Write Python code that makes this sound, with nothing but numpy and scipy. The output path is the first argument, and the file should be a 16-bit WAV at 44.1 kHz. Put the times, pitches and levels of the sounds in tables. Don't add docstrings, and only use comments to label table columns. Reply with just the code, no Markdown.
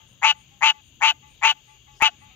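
import sys
import numpy as np
from scipy import signal
from scipy.io import wavfile

SR = 44100
rng = np.random.default_rng(int(sys.argv[2]) if len(sys.argv) > 2 else 0)


def volts(x):
    e = np.asarray(x, float) / 20
    return 10 ** e


def persist_wave(psi):
    counts = np.round(np.clip(psi, -1, 1) * 32767).astype(np.int16)
    wavfile.write(sys.argv[1], SR, np.atleast_2d(counts).T)


N = 103635
CROAK_N = 7000
SNAP_SPREAD_DB = 1.0
SAC_PAN_DB = 10


def band(x, low_hz, high_hz, order=2):
    return signal.sosfilt(signal.butter(order, [low_hz, high_hz], "band", fs=SR, output="sos"), x)


def band_around(x, mid_hz, width_hz):
    return rms_one(band(x, mid_hz - width_hz / 2, mid_hz + width_hz / 2))


def low_pass(x, cut_hz, order):
    return signal.sosfilt(signal.butter(order, cut_hz, fs=SR, output="sos"), x)


def rms_one(x):
    return x / np.sqrt(np.mean(x ** 2) + 1e-20)


def sides(pan_db):
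    return volts(np.array([[.5], [-.5]]) * pan_db)


def noise(alike=0.31):
    mid, side = rng.standard_normal((2, N))
    return np.sqrt(1 + alike) * mid + np.sqrt(1 - alike) * side * [[1], [-1]]


def drift(rate):
    points = rng.standard_normal(400)
    return np.interp(np.arange(N) / SR * rate, np.arange(400), points)


# (first snap [s], last snap [s], level [dB], sac pitch [Hz])
CROAK_TIMES = [
    (.2220, .3140, -8, 876),
    (.6138, .7066, -8, 879.7),
    (1.0108, 1.1090, -8.5, 881.3),
    (1.4190, 1.5148, -8.5, 883.3),
    (2.0062, 2.0782, -8, 879.6),
]
# (delay [s], level [dB])
LEAF_ECHOES = [(.0061, -20), (.0113, -29.5), (.019, -30.5)]


def near_frog():
    x = frogs(CROAK_TIMES, steady_s=.024)
    echoes = sum(volts(db) * np.roll(x, int(s * SR), axis=1) for s, db in LEAF_ECHOES)
    return x + echoes


def frogs(rows, steady_s):
    out = np.zeros((2, N + 2 * SR))
    for row in rows:
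        out = croak(out, *row, steady_s)
    low_cut = signal.butter(6, 761, "high", fs=SR, output="sos")
    return signal.sosfilt(low_cut, out)[:, SR:SR + N]


def croak(out, first, last, level_db, hz, steady_s):
    right_lag, dull_s = 4.36, 0.014
    rise_s, slow_rise_s = 0.00015, 0.001
    s, db = snaps(first, last, hz, steady_s)
    i0 = int((first - .02) * SR)
    ear_lag = np.array([0, right_lag / SR])[:, None, None]
    t = (i0 + np.arange(CROAK_N)) / SR - ear_lag - s[:, None]
    age = np.maximum(t, 0)
    u = np.clip((s - first) / (last - first), 0, 1)[:, None]
    early = np.exp(-u * (last - first) / dull_s)
    rise = 1 - np.exp(-(age / (rise_s + slow_rise_s * early)) ** 2)
    size = volts(db + level_db)[:, None] * rise
    x = sac_ring(hz, age, u, size)
    x = x + mouth_and_body_ring(s, age, u, early, size)
    x = x + slack_sac_ring(age, size * (s[:, None] > last))
    x = low_pass(x, 7030, order=6) + air_puffs(age, u, early, size)
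    out = out.copy()
    out[:, SR + i0:SR + i0 + CROAK_N] += x
    return out


def snaps(first, last, hz, steady_s):
    steady_gap = 3
    pace_bend = 0.02
    cycles = round((last - first) * hz)
    luck = rng.random(60)
    gaps = np.where(luck < .3, 2, np.where(luck > .7, 4, 3))
    steady = cycles - steady_gap * np.arange(int(steady_s * hz / steady_gap) + 1)[::-1]
    start = np.cumsum([0, 6.5, 5.5, 4, *gaps])
    u = np.r_[start[start <= steady[0] - 2], steady] / cycles
    s = first + (last - first) * (u + pace_bend * u * (1 - u) * (1 - 2 * u))
    db = -13 * np.exp(-(s - first) / .007) - 3 * u
    db[-1] -= 4
    k = np.arange(1, 6)
    tail = last + .0026 * (k + rng.uniform(-0.273, 0.306, 5))
    tick_s, tick_db = first - .0058, -26
    db = np.r_[tick_db, db, -14 - 2 * k]
    return np.r_[tick_s, s, tail], db + SNAP_SPREAD_DB * rng.standard_normal(80)[:len(db)]


def sac_ring(hz, age, u, size):
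    start_db, end_db, t60_s = -4, -18, 0.033
    ring = volts(start_db + (end_db - start_db) * u - 60 * age / t60_s)
    return sides(SAC_PAN_DB) * np.sum(size * ring * np.sin(2 * np.pi * hz * age), axis=1)


# (start pitch [Hz], end pitch [Hz], start level [dB], end level [dB], t60 [s],
# left over right [dB])
BODY_MODES = [(950, 1229, -4.5, -14, .016, 10.5), (1474, 1797, -10, -16, 0.011, 10),
              (2030, 2258, -11.5, -11, 0.0075, 17), (3280, 3700, -24, -36, 0.018, 13.5),
              (4200, 5200, -21.5, -30, 0.0046, 14.5), (5270, 2500, -40, -28.5, 0.0059, 12),
              (6080, 7300, -22, -21.5, 0.0058, 10), (6840, 6650, -15.5, -21.5, .014, 16)]


def mouth_and_body_ring(s, age, u, early, size):
    opening_share = 0.31
    pitch_spread, choke_s, dull_db_per_khz = 0.053, 0.00015, -0.5
    overdue = np.maximum(age - np.diff(s, append=9)[:, None], 0)
    choked = np.exp(-overdue / choke_s)
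    luck = rng.standard_normal((14, 80, 1))[:, :len(s)]
    opened = (1 - np.exp(-u / opening_share)) / (1 - np.exp(-1 / opening_share))
    mouth = [(1888 * ratio, 2900 * ratio, db, db, 0.024, 6.5) for ratio, db in [(1, -1), (0.902, -5)]]
    x = 0
    for k, (start_hz, end_hz, start_db, end_db, t60_s, pan_db) in enumerate(mouth + BODY_MODES):
        mode_hz = start_hz + (end_hz - start_hz) * opened
        mode_hz = mode_hz * (1 + pitch_spread * (1 - opened) * luck[-1])
        gain_db = start_db + (end_db - start_db) * u + SNAP_SPREAD_DB * luck[k]
        gain_db = gain_db + dull_db_per_khz * early * mode_hz / 1000
        ring = size * choked * volts(gain_db - 60 * age / t60_s)
        x = x + sides(pan_db) * np.sum(ring * np.sin(2 * np.pi * mode_hz * age), axis=1)
    return x


# (pitch [Hz], level [dB], t60 [s])
SLACK_MODES = [(720, -3, 0.018), (1530, -2.5, .012)]


def slack_sac_ring(age, size):
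    x = 0
    for mode_hz, gain_db, t60_s in SLACK_MODES:
        ring = size * volts(gain_db - 60 * age / t60_s)
        x = x + sides(SAC_PAN_DB) * np.sum(ring * np.sin(2 * np.pi * mode_hz * age), axis=1)
    return x


# (low edge [Hz], high edge [Hz], start level [dB], end level [dB], left over right [dB])
AIR_BANDS = [(990, 2920, -17.5, -24, 11.5), (4340, 6700, -32, -39.5, 17.5),
             (8000, 8500, -58.5, -56.5, -2.5), (9800, 21000, -51.5, -71, 11), (12300, 13200, -60, -49.5, 4),
             (13300, 14000, -55.5, -41, 5.5)]


def air_puffs(age, u, early, size):
    decay_s, dull_db_per_khz = 0.0022, -0.5
    x = 0
    for low_hz, high_hz, start_db, end_db, pan_db in AIR_BANDS:
        gain_db = start_db + (end_db - start_db) * u + dull_db_per_khz * early * low_hz / 1000
        gate = np.sum(size * volts(gain_db) * np.exp(-age / decay_s), axis=1)
        hiss = rms_one(band(rng.standard_normal(CROAK_N), low_hz, high_hz, order=3))
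        x = x + sides(pan_db) * hiss * gate
    return x


def knock():
    age = np.arange(N) / SR - 2.0232
    push = np.exp(-(age / 0.00024) ** 2) * volts(-12)
    edge = (np.abs(age) < .5 / SR) * volts(-4.5)
    return (push + edge) * np.array([[1], [0]])


# (first snap [s], last snap [s], level [dB], sac pitch [Hz])
FAR_CROAKS = [(-.04, .05, -54.5, 874), (.335, .41, -52.5, 873), (.50, .585, -61.5, 813),
              (.73, .80, -50, 857), (1.13, 1.18, -54, 876), (1.215, 1.32, -55, 861), (1.54, 1.6, -54, 865),
              (1.67, 1.77, -55, 862), (1.86, 1.97, -55, 848), (2.1, 2.15, -52, 848), (2.2, 2.31, -53, 857),
              (2.29, 2.36, -57.5, 760)]


def far_frogs():
    x = low_pass(frogs(FAR_CROAKS, steady_s=0.099)[0], 2440, order=3)
    t60_s = 0.04
    smear = noise()[:, :6000] * volts(-60 * np.arange(6000) / SR / t60_s)
    smear /= np.sqrt(np.sum(smear ** 2) / 2)
    return sides(10.5) * signal.fftconvolve(x[None], smear)[:, :N]


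# (centre [Hz], width [Hz], level [dB], throb rate [1/s], throb depth [dB],
# left over right [dB])
CHOIR_BANDS = [(1460, 2800, -70, 4, 2.5, 6), (2480, 450, -73, 4.6, 5, 8), (2820, 160, -66, 9, 2, 9),
               (3215, 390, -65.5, 17, -1.5, 14), (3735, 300, -72, 10, 4, 10.5),
               (4480, 650, -81, 6.5, 3, 19), (6700, 610, -71, 67, 0.5, 22.5),
               (14340, 3400, -75, 60, 1.5, 3.5), (5500, 1900, -79.5, 8.1, 5.5, 6.5)]


def choirs():
    out = volts(-80) * rms_one(band(noise(), 700, 1000))
    for mid_hz, width_hz, db, rate, depth_db, pan_db in CHOIR_BANDS:
        choir = band_around(noise(), mid_hz, width_hz)
        out += sides(pan_db) * volts(db + depth_db * drift(rate)) * choir
    return out


# (middle [s], level [dB])
CHIRP_TIMES = [(.11, -74.5), (.40, -73.5), (.87, -76), (1.319, -74), (1.70, -75), (2.0, -78.5),
               (2.22, -74.5)]


def crickets():
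    t = np.arange(N) / SR
    gate = sum(volts(db) * np.exp(-((t - s) / 0.036) ** 4) for s, db in CHIRP_TIMES)
    return gate * sides(11.0) * band_around(noise(), 8840, 900)


def hum():
    return volts(-67 + 3.47 * drift(5)) * band_around(noise(.75), 128.1, 12.2)


# (frequency [Hz], level [dB per Hz])
NIGHT_AIR = [(15, -54.5), (25, -30), (49, 0), (134, -4.5), (162, -10.5), (213, -9), (650, -29), (840, -61),
             (1430, -120)]


def night_air():
    hz, db = np.transpose(NIGHT_AIR)
    edges = 20 * 2 ** np.arange(0, 5.6, .5)
    low = 0
    for a, b in zip(edges, edges[1:]):
        band_db = np.interp(np.log(a * b) / 2, np.log(hz), db) + 4.5 * drift(8.05)
        low = low + volts(band_db) * band(noise(.75), a, b)
    return volts(-60.5) * rms_one(low) * sides(2.5)


def scene():
    front = near_frog() + knock()
    return front + far_frogs() + choirs() + crickets() + hum() + night_air()


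def band_limit(x):
    return signal.sosfilt(signal.butter(12, 16840, fs=SR, output="sos"), x)


def record(dry):
    knee = .7
    size = np.abs(dry)
    squashed = np.sign(dry) * (knee + .27 * np.tanh((size - knee) / 0.3))
    mix = np.where(size < knee, dry, squashed)
    top_cut = signal.cheby2(12, 60, 16500, fs=SR, output="sos")
    mix = signal.sosfilt(top_cut, mix)
    return band_limit(mix)


dry = scene()
out = record(dry)
persist_wave(out)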